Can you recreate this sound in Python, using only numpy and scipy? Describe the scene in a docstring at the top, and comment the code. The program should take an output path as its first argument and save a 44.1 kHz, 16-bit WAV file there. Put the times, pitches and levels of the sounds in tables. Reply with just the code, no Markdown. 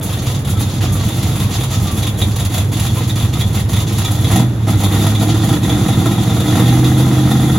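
"""V8 in an open garage

From the driveway, on a phone in stereo: a cross-plane V8 with side pipes lopes at
idle, is blipped once, then held at a fast idle. Each firing thumps in its bank's pipe, barks at the
outlet and spits a puff of gas; the hardest ones pop and knock. Valve clatter, faint squeals and a
low rumble sit underneath, and the garage rings behind it all."""
import sys
import numpy as np
from scipy import signal
from scipy.fft import rfft, irfft
from scipy.io import wavfile
from scipy.ndimage import uniform_filter1d

SR = 44100
rng = np.random.default_rng(int(sys.argv[2]) if len(sys.argv) > 2 else 0)


def int16_out(signal):
    """Quantize to a 16-bit WAV file."""
    q = np.round(np.clip(np.atleast_2d(signal).T, -1, 1) * 32767)
    wavfile.write(sys.argv[1], SR, q.astype(np.int16))


N = 334278
T = np.arange(N) / SR
RING_T = T[:SR // 5]  # time axis of one short ring or puff

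# A hunting idle, a blip, a fast idle that creeps up. Each row: time in seconds, firings per second.
FIRING_RATE = [(0, 60.2), (.6, 70.1), (.95, 70), (1.3, 77.7), (1.6, 63.2), (1.95, 73.1), (2.62, 71.6),
               (2.9, 75.5), (4.04, 73.5), (4.27, 86), (4.37, 122), (4.46, 122), (4.78, 98), (5.8, 118.1),
               (6.42, 113.8), (6.85, 127), (7.58, 130.9)]
# The pedal: one blip, a hold, a second small push. Each row: time in seconds, opening from 0 to 1.
PEDAL = [(0, 0.28), (4.27, 0.38), (4.345, 1), (4.41, 0.22), (4.5, 0), (4.72, 0.66), (5.3, 0.64),
         (5.6, 0.46), (6.35, 0.41), (6.6, 0.72), (6.85, 0.54), (7.58, 0.53)]
# The pipe each cylinder fires into, in firing order: 0 is near the microphone, 1 is far.
CYLINDER_BANK = [0, 1, 1, 0, 1, 0, 0, 1]
# Relative strength of each cylinder in dB, in firing order.
CYLINDER_STRENGTH_DB = [5, 11, 13, 6.5, -23, 1, 4, -22]
# The engine stumbles on a light pedal. 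Each row: time in seconds, scatter of the thumps in dB.
THUMP_SCATTER = [(0, 1.5), (4.2, 1.5), (4.35, 1), (4.7, 2), (5.4, 3), (5.7, 6), (6.45, 6), (6.65, 1.5),
                 (7.58, 1.5)]
# The mixture fails to burn; the longest lull is the overrun after the blip.
# Each row: start in seconds, length in seconds, depth in dB that the combustion sinks towards.
MISFIRE_LULLS = [(0.117, 0.14, 3), (0.362, 0.11, 16), (0.67, 0.069, 7), (1.133, 0.065, 4),
                 (1.666, 0.036, 14), (2.053, 0.088, 9.5), (2.274, 0.11, 12), (2.443, 0.054, 17),
                 (2.621, 0.097, 16), (3.022, 0.054, 11), (3.092, 0.063, 11), (3.23, 0.099, 10),
                 (3.414, 0.13, 6.5), (3.602, 0.085, 15), (3.81, 0.062, 12), (4.015, 0.027, 14),
                 (4.429, 0.24, 9), (4.692, 0.1, 7.5), (5.103, 0.095, 8.5), (5.29, 0.051, 9.5),
                 (5.565, 0.053, 11.5)]
# Deep resonances of pipes and garage. 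Each row: pitch in Hz, width in Hz, gain in dB.
BOOM_MODES = [(63, 12, -14), (80, 14, -15), (100, 12, 2.5), (121, 13, 1)]
# Broad tone of the thump. Each row: frequency in Hz, gain in dB.
THUMP_SPECTRUM = [(20, -25), (48, -16.5), (70, -6), (100, 1), (128, 0), (145, -7), (400, -22), (1000, -36)]
# The boom swells as the firings meet its resonances. Each row: time in seconds, base level in dB.
BOOM_SWELL = [(0, -21.5), (.92, -15), (1.55, -18), (3.25, -15.5), (4.1, -17), (4.4, -12.5), (5.25, -13.5),
              (5.95, -14), (6.46, -17), (6.66, -11), (7.58, -14)]
# The boom dips briefly. Each row: centre in seconds, depth in dB.
BOOM_DROPS = [(.72, 13), (1.53, 15), (2.51, 11), (4.545, 15), (4.805, 7), (5.6, 12)]
# The heaviest chugs of the idle. Each row: crest in seconds, level in dB.
HEAVY_CHUGS = [(0.282, -11), (.531, -9), (0.584, -12), (.621, -8), (0.669, -10.5), (0.89, -9.5),
               (0.921, -7), (1.065, -8), (1.246, -9), (1.416, -8.5), (1.455, -7.5), (1.573, -11.5),
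               (1.778, -11), (1.821, -10.5), (1.936, -11), (2.087, -11.5), (2.223, -7.5), (2.268, -8),
               (2.463, -8), (2.599, -8), (2.814, -5.5), (2.923, -6.5), (3.072, -9), (3.242, -5),
               (3.457, -9.5), (3.567, -11), (3.74, -8), (3.783, -9.5), (3.93, -11), (4.107, -8), (4.2, -7)]
# Higher pipe resonances that come up with the throttle. Each row: pitch in Hz, width in Hz, gain in dB.
DRONE_MODES = [(163, 16, 2), (191, 13, 4), (207, 9, 1.5), (245, 13, -2.5), (282, 14, -7), (301, 10, -.5),
               (323, 11, -5.5)]
# Resonances at the pipe outlets. Each row: pitch in Hz, width in Hz, gain in dB.
OUTLET_MODES = [(460, 28, 2.5), (565, 34, -5), (640, 70, -3.5), (790, 62, 0), (1025, 55, -6),
                (1310, 170, -5), (1870, 80, -8), (2050, 45, -7)]
# Broad tone of the outlets. Each row: frequency in Hz, gain in dB.
OUTLET_SPECTRUM = [(150, -71), (380, -30), (900, -10.5), (1600, -36.5), (3000, -100.5), (8000, -26)]
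# Tone of the escaping gas. Each row: frequency in Hz, gain in dB.
GAS_SPECTRUM = [(300, -38.5), (1000, 5), (1600, -5.5), (2600, 2.5), (3500, 2.5), (4300, 0), (5400, -5),
                (6800, 3.5), (8600, -2.5), (11000, 3.5), (14000, -6.5), (16000, -5)]
# Hard firings. Each row: start in seconds, then relative levels in dB of gas, outlet crack, metal knock.
HARD_FIRINGS = [(0.125, -33, -32, -33), (.446, -34.5, -43, -37), (0.569, -37, -39, -46),
                (1.085, -31, -29, -28.5), (1.227, -28, -37, -35), (1.259, -47, -26, -44),
                (1.399, -30, -28, -27.5), (1.606, -34, -26, -27), (1.633, -31, -22.5, -34),
                (1.729, -36, -35, -38), (1.877, -44, -25, -28.5), (2.026, -31, -35, -26),
                (2.066, -30, -28, -29), (2.213, -28, -21.5, -21.5), (2.358, -30, -31, -37),
                (2.396, -30, -26, -30), (2.448, -28, -43, -37), (2.54, -25.5, -21, -32),
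                (2.578, -28, -26, -27), (2.729, -36, -43, -30.5), (2.767, -30.5, -22, -44),
                (2.795, -27.5, -40, -29), (2.865, -40, -47, -27.5), (2.98, -48, -37, -38),
                (3.007, -48, -47, -33), (3.092, -32, -45, -25.5), (3.156, -33, -43, -37),
                (3.195, -36, -44, -29.5), (3.334, -34, -39, -25), (3.407, -32, -26, -24),
                (3.546, -32, -29, -38), (3.595, -33, -30, -34), (3.729, -29, -26, -26),
                (3.762, -32, -35, -27), (3.981, -26, -31, -33), (4.046, -29, -28, -22.5),
                (4.086, -52, -40, -37), (4.241, -32, -29, -25), (4.312, -26.5, -26, -41),
                (4.357, -26, -18.5, -36), (4.395, -31, -19.5, -50), (4.68, -35, -17.5, -47),
                (4.834, -26.5, -20, -26), (4.92, -33, -22, -24), (5.064, -28, -16, -28.5),
                (5.147, -33, -31, -27), (5.225, -29.5, -18, -43), (5.486, -30, -21, -38),
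                (5.525, -33, -15, -26.5), (5.63, -32, -28, -30), (5.691, -31, -19, -24.5),
                (5.716, -49, -27, -39), (5.788, -48, -27, -34), (5.881, -29.5, -19, -34),
                (5.923, -35, -19, -28), (6.056, -30.5, -13.5, -26), (6.11, -34, -25, -34),
                (6.179, -42, -29, -30), (6.293, -36, -19, -32), (6.399, -30, -21, -31),
                (6.479, -45, -41, -33), (6.523, -36, -26, -36), (6.552, -29.5, -17.5, -27),
                (6.595, -31, -17, -29), (6.655, -36, -29, -25), (6.744, -46, -38, -31),
                (6.785, -32, -24, -48), (6.841, -30, -32, -28), (6.992, -38, -28, -31),
                (7.309, -33, -24, -28.5)]
# Ring of the engine's metal. Each row: pitch in Hz, width in Hz, gain in dB.
METAL_MODES = [(1880, 55, -6), (2055, 45, -5), (2402, 50, -7.5), (3290, 90, -3), (3420, 65, 3.5),
               (3590, 70, 2.5), (3765, 75, .5), (3895, 65, -2)]
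# Faint squeals, most of them falling.
# Each row: start in seconds, length in seconds, first pitch in Hz, last pitch in Hz, relative dB.
SQUEALS = [(.545, .06, 1370, 1270, -36), (.83, .27, 1230, 1100, -41), (1.32, .24, 1040, 1110, -44),
           (1.68, .18, 1310, 1280, -42), (1.79, .21, 1275, 1095, -37.5), (2.02, .09, 1070, 1050, -38),
           (2.955, .06, 1040, 1010, -34)]
# Tone of the background rumble. Each row: frequency in Hz, gain in dB.
RUMBLE_SPECTRUM = [(15, -26), (28, -23), (44, -15), (68, -3), (120, -5), (300, -17), (1000, -30),
                   (4000, -48), (16000, -68)]
# Tone of the echoes that spread left and right. Each row: frequency in Hz, gain in dB.
SIDE_SPECTRUM = [(60, -19), (130, -22.5), (300, -15.5), (650, -11.5), (1100, -8), (1400, -4.5),
                 (3400, -2.5), (5000, -2), (6800, -1), (8500, -37), (11000, -4), (15000, -20)]
# Stepped left-right phase shift that spreads the treble in stereo.
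# Each row: frequency in Hz, lead of the left channel in radians.
TREBLE_PHASE = [(0, 0), (6400, 0), (7500, -1.4), (8200, -3), (8900, -3.3), (10500, -6.2), (11400, -6.4),
                (13000, -9.3), (13900, -9.6), (15200, -12.5)]

# How each voice answers the engine. Each law: base level in dB, dB added at full throttle,
# dB per doubling of speed, share of a lull's depth.
DRONE_LAW, BARK_LAW = (-27, 5.5, 11, 0.75), (-39.5, 12, 6, 1.45)
GAS_LAW, CLATTER_LAW = (-30, 10, -3, 1.18), (-42, 10.5, 1.5, 1.05)
IDLE_HZ, POP_RISE_S = 72, .0025


def firings(rate, jitter_s=0.00038, far_lag_s=0.0008, far_db=-14):
    """Times, strengths and unevenness of the firings; the far pipe is later and weaker, idle roughest."""
    count = np.cumsum(rate) / SR + 2.5  # starts partway through the firing order
    index = np.arange(np.ceil(count[0]), count[-1]).astype(int)
    times = np.interp(index, count, T)
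    cylinder = index % len(CYLINDER_BANK)
    far = np.array(CYLINDER_BANK)[cylinder]
    uneven = rate.min() / np.interp(times, T, rate)
    times = times + far * far_lag_s + jitter_s * uneven * rng.standard_normal(len(index))
    sizes = amp(np.array(CYLINDER_STRENGTH_DB)[cylinder] + far * far_db)
    return times, sizes, uneven


def thump(times, sizes, late_s_per_db=.0002):
    """Pressure pulses boom in pipes and garage; the uneven spacing within a bank makes the lope."""
    scatter_db = np.interp(times, *np.transpose(THUMP_SCATTER))
    luck_db = scatter_db * np.clip(rng.standard_normal(len(times)), -2, 2)
    pulses = strike(times - late_s_per_db * luck_db, sizes * amp(luck_db))  # a weak firing burns late
    return steady(colour(ring(pulses, BOOM_MODES), THUMP_SPECTRUM), span_s=.09)


def boom_dips(half_width_s=0.026):
    """The dB by which the boom briefly dips."""
    return sum(depth_db * np.exp(-((T - at) / half_width_s) ** 2) for at, depth_db in BOOM_DROPS)


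def chugs(boom_hz=103, throat_hz=195, throat_db=-11, rise_s=.01, sag_db=8, sag_s=.024):
    """Heavy firings ring near the main resonance; also gives the dB by which thumps around them sag."""
    out, nearness = np.zeros(N), np.zeros(N)
    swell = RING_T / rise_s * np.exp(1 - RING_T / rise_s)
    for crest, db in HEAVY_CHUGS:
        pitches = np.array([boom_hz, throat_hz]) * (1 + .05 * rng.standard_normal(2))
        boom, throat = (np.sin(2 * np.pi * hz * RING_T) for hz in pitches)
        first = int((crest - rise_s) * SR)
        out[first:first + len(RING_T)] += amp(db) * swell * (boom + amp(throat_db) * throat)
        nearness = np.maximum(nearness, np.exp(-((T - crest + rise_s / 2) / sag_s) ** 2))
    return out, sag_db * nearness


def drone(times, sizes, uneven, rate, scatter_db=15.0, jitter_s=.0008, rasp=0.08, brighten_db=5.4):
    """The pulses ring the pipes' higher modes: ragged and dull at idle, a clean, bright chord at speed."""
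    ragged = uneven ** 3
    time_luck, size_luck = rng.standard_normal((len(times), 2)).T * ragged
    times = times + jitter_s * time_luck
    sizes = sizes * amp(scatter_db * size_luck)
    drive = strike(times, sizes) + rasp * puff(strike(times, sizes * ragged), decay_s=0.037)
    tilt_db_per_octave = brighten_db * np.log2(rate / IDLE_HZ)
    chord = np.zeros(N)
    for mode in DRONE_MODES:
        octaves_up = np.log2(mode[0] / DRONE_MODES[0][0])
        chord += ring(drive, [mode]) * amp(tilt_db_per_octave * octaves_up)
    return steady(passband(chord, hz=[140, 335], order=4), span_s=0.08)


def bark(times, sizes, uneven, scatter_db=10.0, rasp=0.18):
    """The steep front of each pulse and its turbulence ring the outlets."""
    luck_db = scatter_db * uneven * rng.standard_normal(len(times))
    pulses = strike(times, sizes ** 0.42 * amp(luck_db))  # echoes even out the two banks
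    return steady(outlet(pulses + rasp * puff(pulses, decay_s=0.0058)), span_s=0.039)


def outlet(drive):
    """The ring and dull, broad bark of the pipe outlets; neighbouring modes swing oppositely."""
    ringing = ring(drive, OUTLET_MODES[1::2]) - ring(drive, OUTLET_MODES[::2])
    return passband(ringing + colour(drive, OUTLET_SPECTRUM), hz=2300, kind="low", order=3)


def spit(times, sizes, uneven, scatter_db=5.5, band_scatter_db=4.5):
    """A puff of gas after every firing, of unequal strength; some are dull, some hiss, some sizzle."""
    luck, *band_lucks = rng.standard_normal((len(times), 4)).T * uneven
    strength = sizes ** 0.35 * amp(scatter_db * luck)
    gas = np.zeros(N)
    for band_hz, band_luck in zip([(200, 3000), (3000, 7000), (7000, 18000)], band_lucks):
        pulses = strike(times, strength * amp(band_scatter_db * band_luck))
        gas += passband(puff(pulses, decay_s=.022, rise_s=0.0061), band_hz)
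    return steady(gas, span_s=0.069)


def pops(burst_gain_db=13.0, crack_gain_db=20, knock_gain_db=20):
    """Hard firings: a burst of gas, a throaty crack in the outlet and a knock in the metal."""
    times, gas_db, crack_db, metal_db = np.transpose(HARD_FIRINGS)
    burst = puff(strike(times, amp(gas_db + burst_gain_db)), decay_s=0.014, rise_s=POP_RISE_S)
    blast = puff(strike(times, amp(crack_db + crack_gain_db)), decay_s=.009)
    crack = passband(outlet(blast), hz=1400, kind="low")
    knock = clink(times + POP_RISE_S, amp(metal_db + knock_gain_db), chatter_s=.012, scatter_db=3)
    return burst, crack, knock


def surge(length_s=0.061):
    """A brief swell of pressure behind each hard firing, 1 for the hardest crack."""
    times, _, crack_db, _ = np.transpose(HARD_FIRINGS)
    swell = np.sin(np.pi * np.minimum(T[:SR] / length_s, 1))
    return through(strike(times, amp(crack_db - crack_db.max())), swell)


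def puff(pulses, decay_s, rise_s=0.0012):
    """Turbulent gas builds and dies away after each impulse."""
    envelope = np.exp(-RING_T / decay_s) * (1 - np.exp(-RING_T / rise_s))
    return through(pulses, envelope) * rng.standard_normal(N)


def effort(law, rate, lull_db, lag_s=0):
    """Gain of a voice: up with the throttle, shifted by speed, down in a misfire."""
    base_db, throttle_db, doubling_db, lull_share = law
    opening = np.interp(T - lag_s, T, curve(PEDAL))
    speed_db = doubling_db * np.log2(rate / IDLE_HZ)
    return amp(base_db + throttle_db * opening + speed_db - lull_share * lull_db)


def misfires(fade_s=0.071, catch_s=.007):
    """The dB lost in each lull: the gas dies away slowly, then the combustion catches at once."""
    lull_db = np.zeros(N)
    for start, length, depth_db in MISFIRE_LULLS:
        span = slice(*np.searchsorted(T, [start, start + length + catch_s]))
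        age = T[span] - start
        unlit = np.clip((length - age) / catch_s + .5, 0, 1)
        lull_db[span] += depth_db * (1 - np.exp(-age / fade_s)) * unlit
    return lull_db


def wander(spread_db=1.12):
    """The dB by which combustion drifts from one engine cycle to the next."""
    drift = passband(rng.standard_normal(N), hz=[3, 9])
    return spread_db * drift / drift.std()


def valve_clatter(times, sizes, lag_s=0.0042):
    """One light clink per firing, a little harder for the strong cylinders."""
    return steady(clink(times + lag_s, sizes ** 0.058, chatter_s=0.007, scatter_db=7), span_s=0.12)


def clink(times, sizes, chatter_s, scatter_db, bounces_per_s=300, first_blow=.7):
    """Metal is struck, bounces a few times and rings; every blow favours other modes."""
    lucks = rng.uniform(-1, 1, (len(times), len(METAL_MODES))).T
    bounces = (rng.random(N) < bounces_per_s / SR) * np.sign(rng.standard_normal(N))
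    chatter = np.exp(-RING_T / chatter_s) * (1 - np.exp(-RING_T / POP_RISE_S))
    rings = []
    for mode, luck in zip(METAL_MODES, lucks):
        blows = strike(times, sizes * amp(scatter_db * luck))
        rings.append(ring(first_blow * blows + through(blows, chatter) * bounces, [mode]))
    metal = sum(rings[::2]) - sum(rings[1::2])  # neighbouring modes swing oppositely
    return metal * np.sqrt(SR / bounces_per_s)


def squeals(waver=0.012):
    """Thin, wavering tones swell and fade as they glide in pitch."""
    out = np.zeros(N)
    for start, length, start_hz, end_hz, db in SQUEALS:
        progress = np.clip((T - start) / length, 0, 1)
        wobble = steady(colour(rng.standard_normal(N), [(60, -6), (300, -36)]), span_s=0.51)
        hz = (start_hz + (end_hz - start_hz) * progress) * (1 + waver * wobble)
        swell = 2 * np.sin(np.pi * progress) ** 2
        out += amp(db) * swell * np.sin(2 * np.pi * np.cumsum(hz) / SR)
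    return out


def garage(x, t60_s, gap_s=0.0033):
    """Dense echoes come back from the walls and clutter."""
    tail = rng.standard_normal(SR) * amp(-60 * T[:SR] / t60_s) * (T[:SR] > gap_s)
    return through(x, tail / np.linalg.norm(tail))


def background_rumble(level_db=-22.0):
    """An even, low noise lies under the engine."""
    return amp(level_db) * steady(colour(rng.standard_normal(N), RUMBLE_SPECTRUM), span_s=0.9)


def amp(db):
    """Decibels to gain."""
    return np.exp(np.asarray(db) * np.log(10) / 20)


def curve(rows):
    """Rows of time and value, joined by straight lines."""
    return np.interp(T, *np.transpose(rows))


def strike(times, sizes):
    """One impulse at each time."""
    return np.bincount(np.clip(times * SR, 0, N).astype(int), sizes, N + 1)[:N]


def through(x, response):
    """The sound after a linear response, cut where that has died away."""
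    audible = np.flatnonzero(np.abs(response) >= 1e-6 * np.abs(response).max())
    return signal.oaconvolve(x, response[:audible[-1] + 1])[:N]


def passband(x, hz, kind="band", order=2):
    """Keeps a band, or with kind "low" everything below one frequency."""
    return signal.sosfilt(signal.butter(order, hz, kind, fs=SR, output="sos"), x)


def colour(x, points, size=8192):
    """Causal filter whose spectrum follows rows of frequency in Hz and gain in dB."""
    hz, db = np.transpose(points)
    gain = amp(np.interp(np.log(np.fft.rfftfreq(size, 1 / SR) + 1), np.log(hz), db))
    cepstrum = irfft(np.log(gain))
    cepstrum[1:size // 2] *= 2  # fold onto positive time for minimum phase
    cepstrum[size // 2 + 1:] = 0
    return through(x, irfft(np.exp(rfft(cepstrum))))


def ring(x, modes):
    """Damped resonances; the wider a mode, the sooner it dies."""
    response = np.zeros(len(RING_T))
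    for hz, width_hz, db in modes:
        decay = 2 * np.pi * width_hz / SR * np.exp(-np.pi * width_hz * RING_T)
        response += amp(db) * decay * np.cos(2 * np.pi * hz * RING_T)
    return through(x, response)


def steady(x, span_s):
    """Unit level over span_s; faster throbs stay."""
    span = int(span_s * SR)
    power = uniform_filter1d(uniform_filter1d(x * x, span), span)
    return x / np.sqrt(power + 1e-14)


def scene(boom_lull_share=0.11, pipe_fill_s=0.024, drone_surge_db=3.0, bark_surge_db=1.0):
    """From the driveway: exhaust, gas and valves follow one crankshaft; the garage rings behind them."""
    rate = curve(FIRING_RATE)
    lull_db = misfires() + wander()
    push = surge()
    times, sizes, uneven = firings(rate)
    burst, crack, knock = pops()
    gas = spit(times, sizes, uneven) * effort(GAS_LAW, rate, lull_db) + burst
    valves = valve_clatter(times, sizes) * effort(CLATTER_LAW, rate, lull_db)
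    treble = amp(-2.5) * colour(gas, GAS_SPECTRUM) + valves + knock

    boom = thump(times, sizes)
    chugging, sag_db = chugs()
    boom_gain = amp(curve(BOOM_SWELL) - boom_lull_share * lull_db - boom_dips() - sag_db)
    drone_gain = effort(DRONE_LAW, rate, lull_db, lag_s=pipe_fill_s) * amp(drone_surge_db * push)
    low = boom * boom_gain + chugging + drone(times, sizes, uneven, rate) * drone_gain
    bark_gain = effort(BARK_LAW, rate, lull_db) * amp(bark_surge_db * push)
    mid = bark(times, sizes, uneven) * bark_gain + crack

    squealing, rumble = squeals(), background_rumble()
    echoes = garage(amp(-4.5) * mid + amp(-7) * treble, t60_s=.18)
    centre = low + mid + squealing + treble + rumble + echoes
    # the deep boom stays near the centre; echoes of the rest spread wide
    side_echoes = garage(amp(-1.0) * low + mid + squealing + treble + amp(3.5) * rumble, t60_s=0.12)
    side = colour(side_echoes, SIDE_SPECTRUM)
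    return np.array([centre + side, centre - side])


def record(dry, balance_db=-.9, top_hz=15800):
    """A stepped left-right phase shift spreads the treble in stereo; the phone clips and cuts the top."""
    lead = np.interp(np.fft.rfftfreq(N, 1 / SR), *np.transpose(TREBLE_PHASE))
    halves = np.array([[.5], [-.5]])  # left and right each take half of the phase and balance
    heard = irfft(rfft(dry) * np.exp(1j * halves * lead), N) * amp(halves * balance_db)
    top_cut = signal.ellip(10, .2, 80, top_hz, fs=SR, output="sos")
    return signal.sosfilt(top_cut, np.clip(heard, -1, 1))


dry = scene()
out = record(dry)
int16_out(out)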